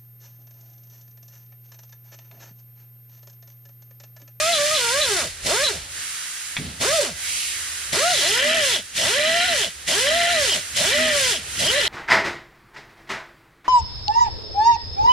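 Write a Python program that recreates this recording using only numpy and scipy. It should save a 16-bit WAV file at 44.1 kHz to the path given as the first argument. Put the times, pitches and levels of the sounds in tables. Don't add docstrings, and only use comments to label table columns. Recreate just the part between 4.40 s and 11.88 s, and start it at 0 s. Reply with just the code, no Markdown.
import sys
import numpy as np
from scipy import signal
from scipy.fft import rfft, irfft
from scipy.io import wavfile
from scipy.ndimage import uniform_filter1d, minimum_filter1d

SR = 44100
rng = np.random.default_rng(int(sys.argv[2]) if len(sys.argv) > 2 else 0)


def wav_record(signal):
    frames = np.transpose(np.atleast_2d(signal))
    bounded = np.clip(frames, -1, 1)
    quanta = np.round(bounded * 32767).astype(np.int16)
    wavfile.write(sys.argv[1], SR, quanta)


N = 329868
T = np.arange(N) / SR
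HZ = np.fft.rfftfreq(N, 1 / SR)

# [opens t/s, shut t/s, attack/s, release/s,
# relative air level/dB, whine offset/dB, start-up jolt level/dB]
BURSTS = [(-.2, 0.948, .03, 0.17, -25, -4, -60), (1.017, 1.443, 0.049, 0.21, -25, -4, -53),
          (2.395, 2.759, .018, .17, -23.5, -1, -45), (3.518, 4.423, .012, 0.094, -23.5, -2, -48),
          (4.535, 5.322, .03, 0.11, -25, -2, -42), (5.459, 6.241, .024, 0.11, -24, -0.5, -49),
          (6.335, 7.02, .035, 0.13, -23, -2, -39.5), (7.139, 7.53, 0.063, 0.093, -25.5, -1, -38)]
SHUT_DB, RELEASE_BEND = -22, 1.58

# [t/s, vane rate f/Hz]
SPEEDS = [
    [(0.0, 600.5), (0.082, 673), (0.116, 690), (0.188, 570.6), (0.352, 628), (0.384, 537), (0.41, 481),
     (0.496, 464), (0.608, 626.1), (0.71, 415.5), (0.776, 345.6), (0.816, 268), (0.87, 156.1)],
    [(1.07, 131.3), (1.106, 279.3), (1.156, 454.5), (1.244, 622.6), (1.312, 395), (1.36, 192)],
    [(2.42, 137.8), (2.44, 280), (2.472, 495), (2.55, 680.5), (2.598, 579), (2.66, 286), (2.7, 218.7)],
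    [(3.53, 100.9), (3.544, 187.8), (3.566, 325.7), (3.598, 528), (3.656, 700), (3.714, 731),
     (3.822, 267.8), (3.914, 418.6), (4.076, 613), (4.158, 666.7), (4.32, 467.6), (4.348, 370.7),
     (4.38, 262)],
    [(4.59, 98.5), (4.618, 169.2), (4.668, 296.4), (4.722, 459.8), (4.776, 585.4), (5.068, 734),
     (5.124, 660), (5.224, 380), (5.254, 279), (5.29, 154.4)],
    [(5.49, 101.1), (5.514, 205.4), (5.548, 360.6), (5.612, 497), (5.76, 685.4), (5.922, 693.4),
     (6.044, 535.3), (6.13, 297.7), (6.2, 123.1)],
    [(6.38, 105.2), (6.404, 175.6), (6.438, 275.3), (6.486, 409.2), (6.548, 588.9), (6.616, 637),
     (6.678, 631.4), (6.9, 480.7), (6.96, 294.9)],
    [(7.21, 107.0), (7.248, 246.1), (7.316, 485.9), (7.384, 602.4), (7.48, 282.4)],
]
EDGE_SLOPE_HZ_PER_S, CREEP_HZ = 2600, 40.17
INERTIA_S = 0.013
COAST_HZ_PER_S = 7500
TURNED_S = 3.73

# [vane rate f/Hz, upright relative level/dB, turned-over relative level/dB]
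WHINE = [(100, -35, -55), (199.37, -41.5, -40.5), (284.8, -41.5, -45.5), (398, -19.5, -27),
         (483, -27.5, -30), (560, -21, -23.5), (620, -25.5, -25), (750.3, -18, -26.5)]
COAST_DB, OVERTONE_COAST_DB = -9, -12.5
FLARE_S, FLARE_WIDTH_S, FLARE_DB = 2.598, 0.015, 13
# [f/Hz, upright relative level/dB, turned-over relative level/dB]
OVERTONES = [(296, -40, -53.5), (600.3, -30, -29), (751.1, -37, -38), (1080, -35, -42.5),
             (1213, -29.5, -38), (1590, -30, -31.5), (2040, -36.5, -35.5), (2500, -34, -31),
             (4500, -41, -53)]
PHASE_JITTER_RAD, FLUTTER_DB, FLUTTER_HZ = 0.3, 1.5, 12

# [f/Hz, likeness from -1 to 1]
LIKENESS = [(60, 0.98), (600, 0.9), (1200, -0.43), (2400, 0.83), (4400, 0.8), (8000, -0.16), (15000, 0.22)]
# [f/Hz, relative spectral level/dB]
EXHAUST = [(30, -52), (65, -6.5), (130, -5.5), (300, -9.5), (600, -10), (900, -9.5), (1400, -3.5),
           (1800, 5), (2400, 3), (4000, 4.5), (6500, 3.5), (10000, 1), (11300, -8), (15500, -20)]
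# [f/Hz, left minus right level/dB]
EXHAUST_SIDE = [(100, -1.5), (2400, 0), (8000, -1.5), (15000, -1)]
HISS_DIP_DB = -4

# [f/Hz, relative spectral level/dB]
LEAK_COLOUR = [(100, -10), (600, -15), (900, -10.5), (1300, -5.5), (2200, 2.5), (3300, 3.5), (4300, 3),
               (6000, 4), (7600, 6), (10200, 5), (11400, -4.5), (15500, -16.5)]
# [f/Hz, left minus right level/dB]
LEAK_SIDE = [(100, 3), (1300, -10), (2400, -6), (4400, -1.5), (15000, -2.5)]
# [f/Hz, likeness from -1 to 1]
LEAK_LIKENESS = [(100, 0.94), (640, 0.73), (1300, -0.44), (2400, 0.23), (4400, 0.51), (7500, -0.58),
                 (15000, .05)]
# [start t/s, end t/s, initial gain level/dB]
SURGES = [(1.483, 2.287, -32.5), (2.74, 3.65, -28.5), (6.106, 6.498, -37), (7.01, 7.5, -33.5)]
LEAK_DB, LEAK_RISE_S, LEAK_FALL_S, LEAK_SAG_DB_PER_S = -39, 0.14, 0.16, -9
SWING_S, SWING_WIDTH_S, SWING_HZ, SWING_DB = 3.0, 0.13, 1087, 3.5
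JET_HZ, JET_DB, JET_WIDTH_HZ = 1742, -10, 500
UPPER_JET_RATIO, UPPER_JET_DB = 1.55, -5.5

# [t/s, level/dB before the trim]
RUMBLE = [(0.0, -58), (1.39, -45), (2.04, -69), (2.23, -42.5), (3.27, -58), (3.56, -49.5), (3.69, -74),
          (3.75, -57.5), (7.48, -43)]
RUMBLE_TRIM_DB = 4.5
# [f/Hz, relative spectral level/dB]
FLOOR = [(20, -45), (45, -17), (70, 2.5), (110, -7), (200, -21.5), (400, -17), (1000, -20), (4000, -16),
         (15000, -53)]

# [f/Hz, relative spectral level/dB]
THUD = [(40, -10), (100, 16), (240, 11), (420, 2.5), (700, -19), (2000, -28), (8000, -78)]
JOLT_DELAY_S, JOLT_WIDTH_S = 0.1, 0.08
# [f/Hz, width f/Hz, relative level/dB]
HUM_MODES = [(248.8, 1.8, 7.5), (389, 63, -11.0)]
BURR_MODES = [(640, 84, 0)]

# [start t/s, length t/s, gain level/dB]
RATTLES = [(0.122, 0.063, -26), (0.347, 0.064, -27), (0.607, 0.049, -26), (1.238, 0.054, -25),
           (3.71, 0.17, -37), (4.255, 0.14, -39)]
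# [f/Hz, relative spectral level/dB]
CHATTER = [(300, -41), (1500, -65), (2500, 3), (2950, 4.5), (3500, 13.5), (4000, -10.5), (4600, -48),
           (5200, -23), (6500, -29), (12000, -23)]
# [f/Hz, width f/Hz, relative level/dB]
HEAD_MODES = [(2950, 23, 10.5), (3189, 26, 12), (3520, 138.4, -33), (5210, 490, 0.5)]
# [f/Hz, width f/Hz, relative level/dB]
BRIGHT_MODES = [(3940, 27, 2.7), (4056, 46, 2)]
CHATTER_DB, SLACK_DB = -26.5, 3
WHIRL_HZ, WHIRL_WIDTH_HZ, WHIRL_DB = 308, 250, 5

# [t/s, blow level/dB]
CLACKS = [(2.167, -3.5), (2.171, -18), (2.178, -25), (2.189, -22)]
# [f/Hz, width f/Hz, relative level/dB]
CLACK_MODES = [(1170, 240, -16), (1944, 81, 6), (2320, 320, 7.5), (3350, 210, 6.5), (4140, 310, -12)]
# [t/s, level/dB]
THUD_SWELL = [(2.165, -78), (2.188, -32.5), (2.24, -35), (2.3, -42), (2.4, -57), (2.5, -90)]

# [start t/s, end t/s, rasp gain/dB before its weight, bright-ring gain/dB]
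RASPS = [(3.971, 4.223, -20.5, -32), (4.758, 5.15, -24.5, -29.5), (5.649, 6.0, -24.5, -29),
         (6.507, 6.753, -20.5, -33.5), (7.329, 7.518, -24, -25)]
RASP_EDGE_S = 0.047
# [f/Hz, relative spectral level/dB]
RASP = [(100, -54), (240, -5), (500, 3), (1000, -43), (1400, 15), (1900, -10), (2400, 11), (3200, 21),
        (4100, -30.5), (4600, -52), (9000, -50)]
# [f/Hz, width f/Hz, relative level/dB]
DISC_MODES = [(1809, 60, 0.5), (1964, 62, 4.5), (2332, 18, 2.5), (2770, 29, -5.5)]
IDLE_RASP_DB, IDLE_RING_DB = -34, -37

EDGE_HZ = 15550


def amp(db):
    return 10 ** (np.asarray(db) / 20)


def unit(x):
    return x / np.sqrt(np.mean(x ** 2) + 1e-20)


def read(points):
    hz, value = np.transpose(points)
    return np.interp(np.log(HZ + 1), np.log(hz + 1), value)


def curve(rows, column):
    rows = np.asarray(rows)
    return np.interp(T, rows[:, 0], rows[:, column])


def bell(x, centre, width):
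    return np.exp(-((x - centre) / width) ** 2)


def fade_in(s):
    return np.clip((T - s) / 0.022, 0, 1)


def spell(start, end, rise_s, fall_s):
    return np.clip(np.minimum((T - start) / rise_s, (end - T) / fall_s), 0, 1)


def noise():
    return rng.standard_normal((2, N))


def wander(rate_hz):
    spectrum = rfft(rng.standard_normal(N))
    return unit(irfft(spectrum / (1 + (HZ / rate_hz) ** 4), N))


def ringing(modes):
    top_hz = max(hz for hz, _, _ in modes)
    response = sum(amp(db) / (1 + 2j * (HZ - hz) / width) for hz, width, db in modes)
    return response / (1 + (HZ / top_hz / 1.05) ** 8)


def colour(drive, response, side_db=0, likeness=LIKENESS):
    a, b = rfft(drive) * response
    same = np.clip(read(likeness), -1, 1)
    mid = a * np.sqrt(1 + same)
    side = b * np.sqrt(1 - same)
    left = (mid + side) * amp(side_db / 2)
    right = (mid - side) * amp(-side_db / 2)
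    return unit(irfft(np.array([left, right]), N))


def small_impacts(turns, per_s, spread_db, throb):
    crowding = 1 + np.clip(throb, 0, 1) * np.cos(2 * np.pi * turns)
    hits = rng.random((2, N)) < per_s / SR * crowding
    return hits * noise() * amp(spread_db * wander(630))


def garage(x, t60, wet_db):
    t = T[:SR // 2]
    tail = rng.standard_normal((2, len(t))) * amp(-60 * t / t60) * (t > 0.001)
    tail = tail + 0.52 * tail[::-1]
    wet = signal.fftconvolve(x, tail / np.linalg.norm(tail[0]), axes=1)[:, :N]
    return x + amp(wet_db) * wet


def echoed(x, share):
    return unit(garage(x, t60=0.035, wet_db=20 * np.log10(share)))


def press(start, end, attack_s, release_s):
    opening = np.clip(1 - (T - start) / attack_s, 0, 4)
    closing = np.clip(1 - (end - T) / release_s, 0, 4)
    return amp(SHUT_DB * (opening + closing ** RELEASE_BEND))


def airflow():
    flow = sum(amp(db) * press(*timing) for *timing, db, _, _ in BURSTS)
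    return 20 * np.log10(flow + 1e-4)


def speed():
    revs = []
    for rows in SPEEDS:
        time_outside = abs(T - np.clip(T, rows[0][0], rows[-1][0]))
        revs.append(curve(rows, column=1) - EDGE_SLOPE_HZ_PER_S * time_outside)
    fastest = np.maximum(np.max(revs, axis=0), CREEP_HZ)
    vane_hz = uniform_filter1d(fastest, size=max(round(INERTIA_S * SR), 1))
    return vane_hz * (1 + 0.006 * wander(24.43))


def slowing(vane_hz):
    gain_hz_per_s = uniform_filter1d(np.gradient(vane_hz) * SR, size=900)
    return np.clip(-gain_hz_per_s / COAST_HZ_PER_S, 0, 1)


def facing(table, hz):
    points_hz, upright_db, turned_db = np.transpose(table)
    turned = fade_in(TURNED_S)
    upright_part = (1 - turned) * np.interp(hz, points_hz, upright_db)
    return upright_part + turned * np.interp(hz, points_hz, turned_db)


def running(air_db):
    return fade_in(3.5) * np.clip(amp(air_db + 25), 0.03, 1)


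def rasping():
    half = RASP_EDGE_S / 2
    spells = np.array([spell(start - half, end + half, RASP_EDGE_S, RASP_EDGE_S) for start, end, _, _ in RASPS])
    _, _, rasp_db, ring_db = np.transpose(RASPS)
    return spells.sum(0), amp(rasp_db) @ spells, amp(ring_db) @ spells


def whine(turns, vane_hz, air_db):
    vanes = 4 * turns
    coasting = slowing(vane_hz)
    throttle = np.clip(amp(air_db + 28), 0, 1) ** 2 * amp(OVERTONE_COAST_DB * coasting)

    burst_db = sum(db * (T > start) * (T < end) for start, end, _, _, _, db, _ in BURSTS)
    flare_db = FLARE_DB * bell(T, FLARE_S, FLARE_WIDTH_S)
    whine_db = facing(WHINE, vane_hz) + burst_db + COAST_DB * coasting + flare_db
    tone = np.cos(2 * np.pi * vanes + np.array([[0.2], [-0.2]])) * amp([[-0.7], [0.7]])
    out = amp(whine_db) * (1 + 0.02 * wander(53)) * tone

    for multiple in range(2, 9):
        overtone_db = facing(OVERTONES, multiple * vane_hz) - 2 * (multiple - 2)
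        level = throttle * amp(overtone_db + FLUTTER_DB * wander(FLUTTER_HZ))
        cycles = multiple * vanes + rng.random((2, 1)) / 7
        out += level * np.cos(2 * np.pi * cycles + PHASE_JITTER_RAD * wander(52))
    for order in range(10, 26):
        level = throttle * vane_hz / 650 * amp(-47.0) * wander(11.6)
        out += level * np.cos(2 * np.pi * (order * turns + rng.random((2, 1)) / 5))
    driven = np.clip(amp(air_db + 37), 0, 1) ** 2
    return np.sqrt(2) * out * driven


def exhaust(turns, air_db):
    puffs = 1 + 0.068 * np.cos(8 * np.pi * turns) + 0.048 * np.cos(2 * np.pi * turns)
    gusts = amp(0.87 * wander(125))
    air = colour(noise() * puffs * gusts, amp(read(EXHAUST)), read(EXHAUST_SIDE))
    return echoed(air, share=0.39) * amp(air_db + 3.0)


def leak():
    swing = bell(T, SWING_S, SWING_WIDTH_S)
    jet_cycles = np.cumsum(JET_HZ + SWING_HZ * swing) / SR
    band = 1 / (1 + (HZ / JET_WIDTH_HZ) ** 3)

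    def resonance(ratio):
        slow_noise = colour(noise(), band) + 1j * colour(noise(), band)
        return unit((slow_noise * np.exp(2j * np.pi * ratio * jet_cycles)).real)

    jet = resonance(1) + amp(UPPER_JET_DB) * resonance(UPPER_JET_RATIO)
    jet = jet * amp([[-3], [2]]) * amp(JET_DB + SWING_DB * swing)
    hiss = colour(noise(), amp(read(LEAK_COLOUR)), read(LEAK_SIDE), LEAK_LIKENESS)
    hiss = echoed(hiss, share=0.4) * amp(0.5 + 2.4 * swing)
    surges = 0
    for start, end, db in SURGES:
        sagging = amp(db + LEAK_SAG_DB_PER_S * (T - start))
        surges = surges + sagging * spell(start, end, LEAK_RISE_S, LEAK_FALL_S)
    return (amp(LEAK_DB) + surges) * (hiss + jet)


def rumble():
    uneven_db = 2 * wander(5)
    level_db = curve(RUMBLE, column=1) + RUMBLE_TRIM_DB + uneven_db
    return amp(level_db) * colour(noise(), amp(read(FLOOR)))


def shake(vane_hz, air_db, rasp):
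    jolt = sum(amp(db) * bell(T, start + JOLT_DELAY_S, JOLT_WIDTH_S) for start, *_, db in BURSTS)
    near_resonance = 1 / (1 + ((vane_hz - 640) / 45) ** 2)
    hum = near_resonance * rasp * amp(-16.5) * colour(noise(), ringing(HUM_MODES))
    slow = bell(vane_hz, 200, 71) * np.clip(amp(air_db + 34.5), 0, 1) ** 2
    burr = amp(-37.5) * slow * colour(noise(), ringing(BURR_MODES))
    return jolt * colour(noise(), amp(read(THUD))) + hum + burr


def head(turns, vane_hz, air_db, bright_ring):
    knocks = colour(small_impacts(turns, per_s=2600, spread_db=-4.5, throb=0.46), amp(read(CHATTER)))
    ring = colour(small_impacts(turns, per_s=2400, spread_db=-10.0, throb=0.8), ringing(HEAD_MODES))
    bright = colour(small_impacts(turns, per_s=5400, spread_db=7, throb=0.32), ringing(BRIGHT_MODES))
    rattle = sum(amp(db) * np.exp(-(2 * (T - s) / length - 1) ** 6) for s, length, db in RATTLES)
    whirl_db = bell(vane_hz, WHIRL_HZ, WHIRL_WIDTH_HZ) * (WHIRL_DB + SLACK_DB * slowing(vane_hz))
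    chatter_gain = fade_in(TURNED_S) * amp(CHATTER_DB + whirl_db)
    chatter = chatter_gain * (amp(-8) * knocks + amp(-3.5) * ring)
    ringing_on = np.maximum(amp(IDLE_RING_DB), bright_ring) * bright
    return running(air_db) * (chatter + ringing_on) + rattle * (knocks + amp(3) * bright)


def clack():
    blows = np.zeros(N)
    for s, db in CLACKS:
        blows[round(s * SR)] = amp(db)
    ring = irfft(ringing(CLACK_MODES), N)[:SR // 2]
    ring = signal.sosfilt(signal.butter(4, 6500, fs=SR, output="sos"), ring)
    knock = signal.fftconvolve(blows, ring / abs(ring).max())[:N]
    swell = amp(curve(THUD_SWELL, column=1))
    return amp(2.0) * knock + swell * colour(noise(), amp(read(THUD)))


def disc(turns, air_db, rasp):
    scrape = colour(small_impacts(turns, per_s=2800, spread_db=10.5, throb=0.29), amp(read(RASP)))
    ring = colour(small_impacts(turns, per_s=4300, spread_db=3.0, throb=0.76), ringing(DISC_MODES))
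    rasp_gain = amp(IDLE_RASP_DB) + 0.5 * rasp
    return running(air_db) * rasp_gain * (scrape + amp(1.0) * ring)


def scene():
    vane_hz = speed()
    turns = np.cumsum(vane_hz) / SR / 4
    air_db = airflow()
    rasp_part, rasp, bright_ring = rasping()
    motor = garage(whine(turns, vane_hz, air_db) + clack(), t60=0.11, wet_db=-6)
    motor = motor + exhaust(turns, air_db + HISS_DIP_DB * rasp_part)
    metal = shake(vane_hz, air_db, rasp) + head(turns, vane_hz, air_db, bright_ring) + disc(turns, air_db, rasp)
    return motor + metal + leak() + rumble()


def record(dry):
    gain = np.minimum(amp(-9.0) / (abs(dry).max(axis=0) + 1e-9), 1)
    gain = uniform_filter1d(minimum_filter1d(gain, size=160), size=160)
    low_pass = signal.firwin(511, EDGE_HZ, window=("kaiser", 9), fs=SR)
    return signal.oaconvolve(dry * gain, low_pass[None], "same")


dry = scene()
out = record(dry)
wav_record(out)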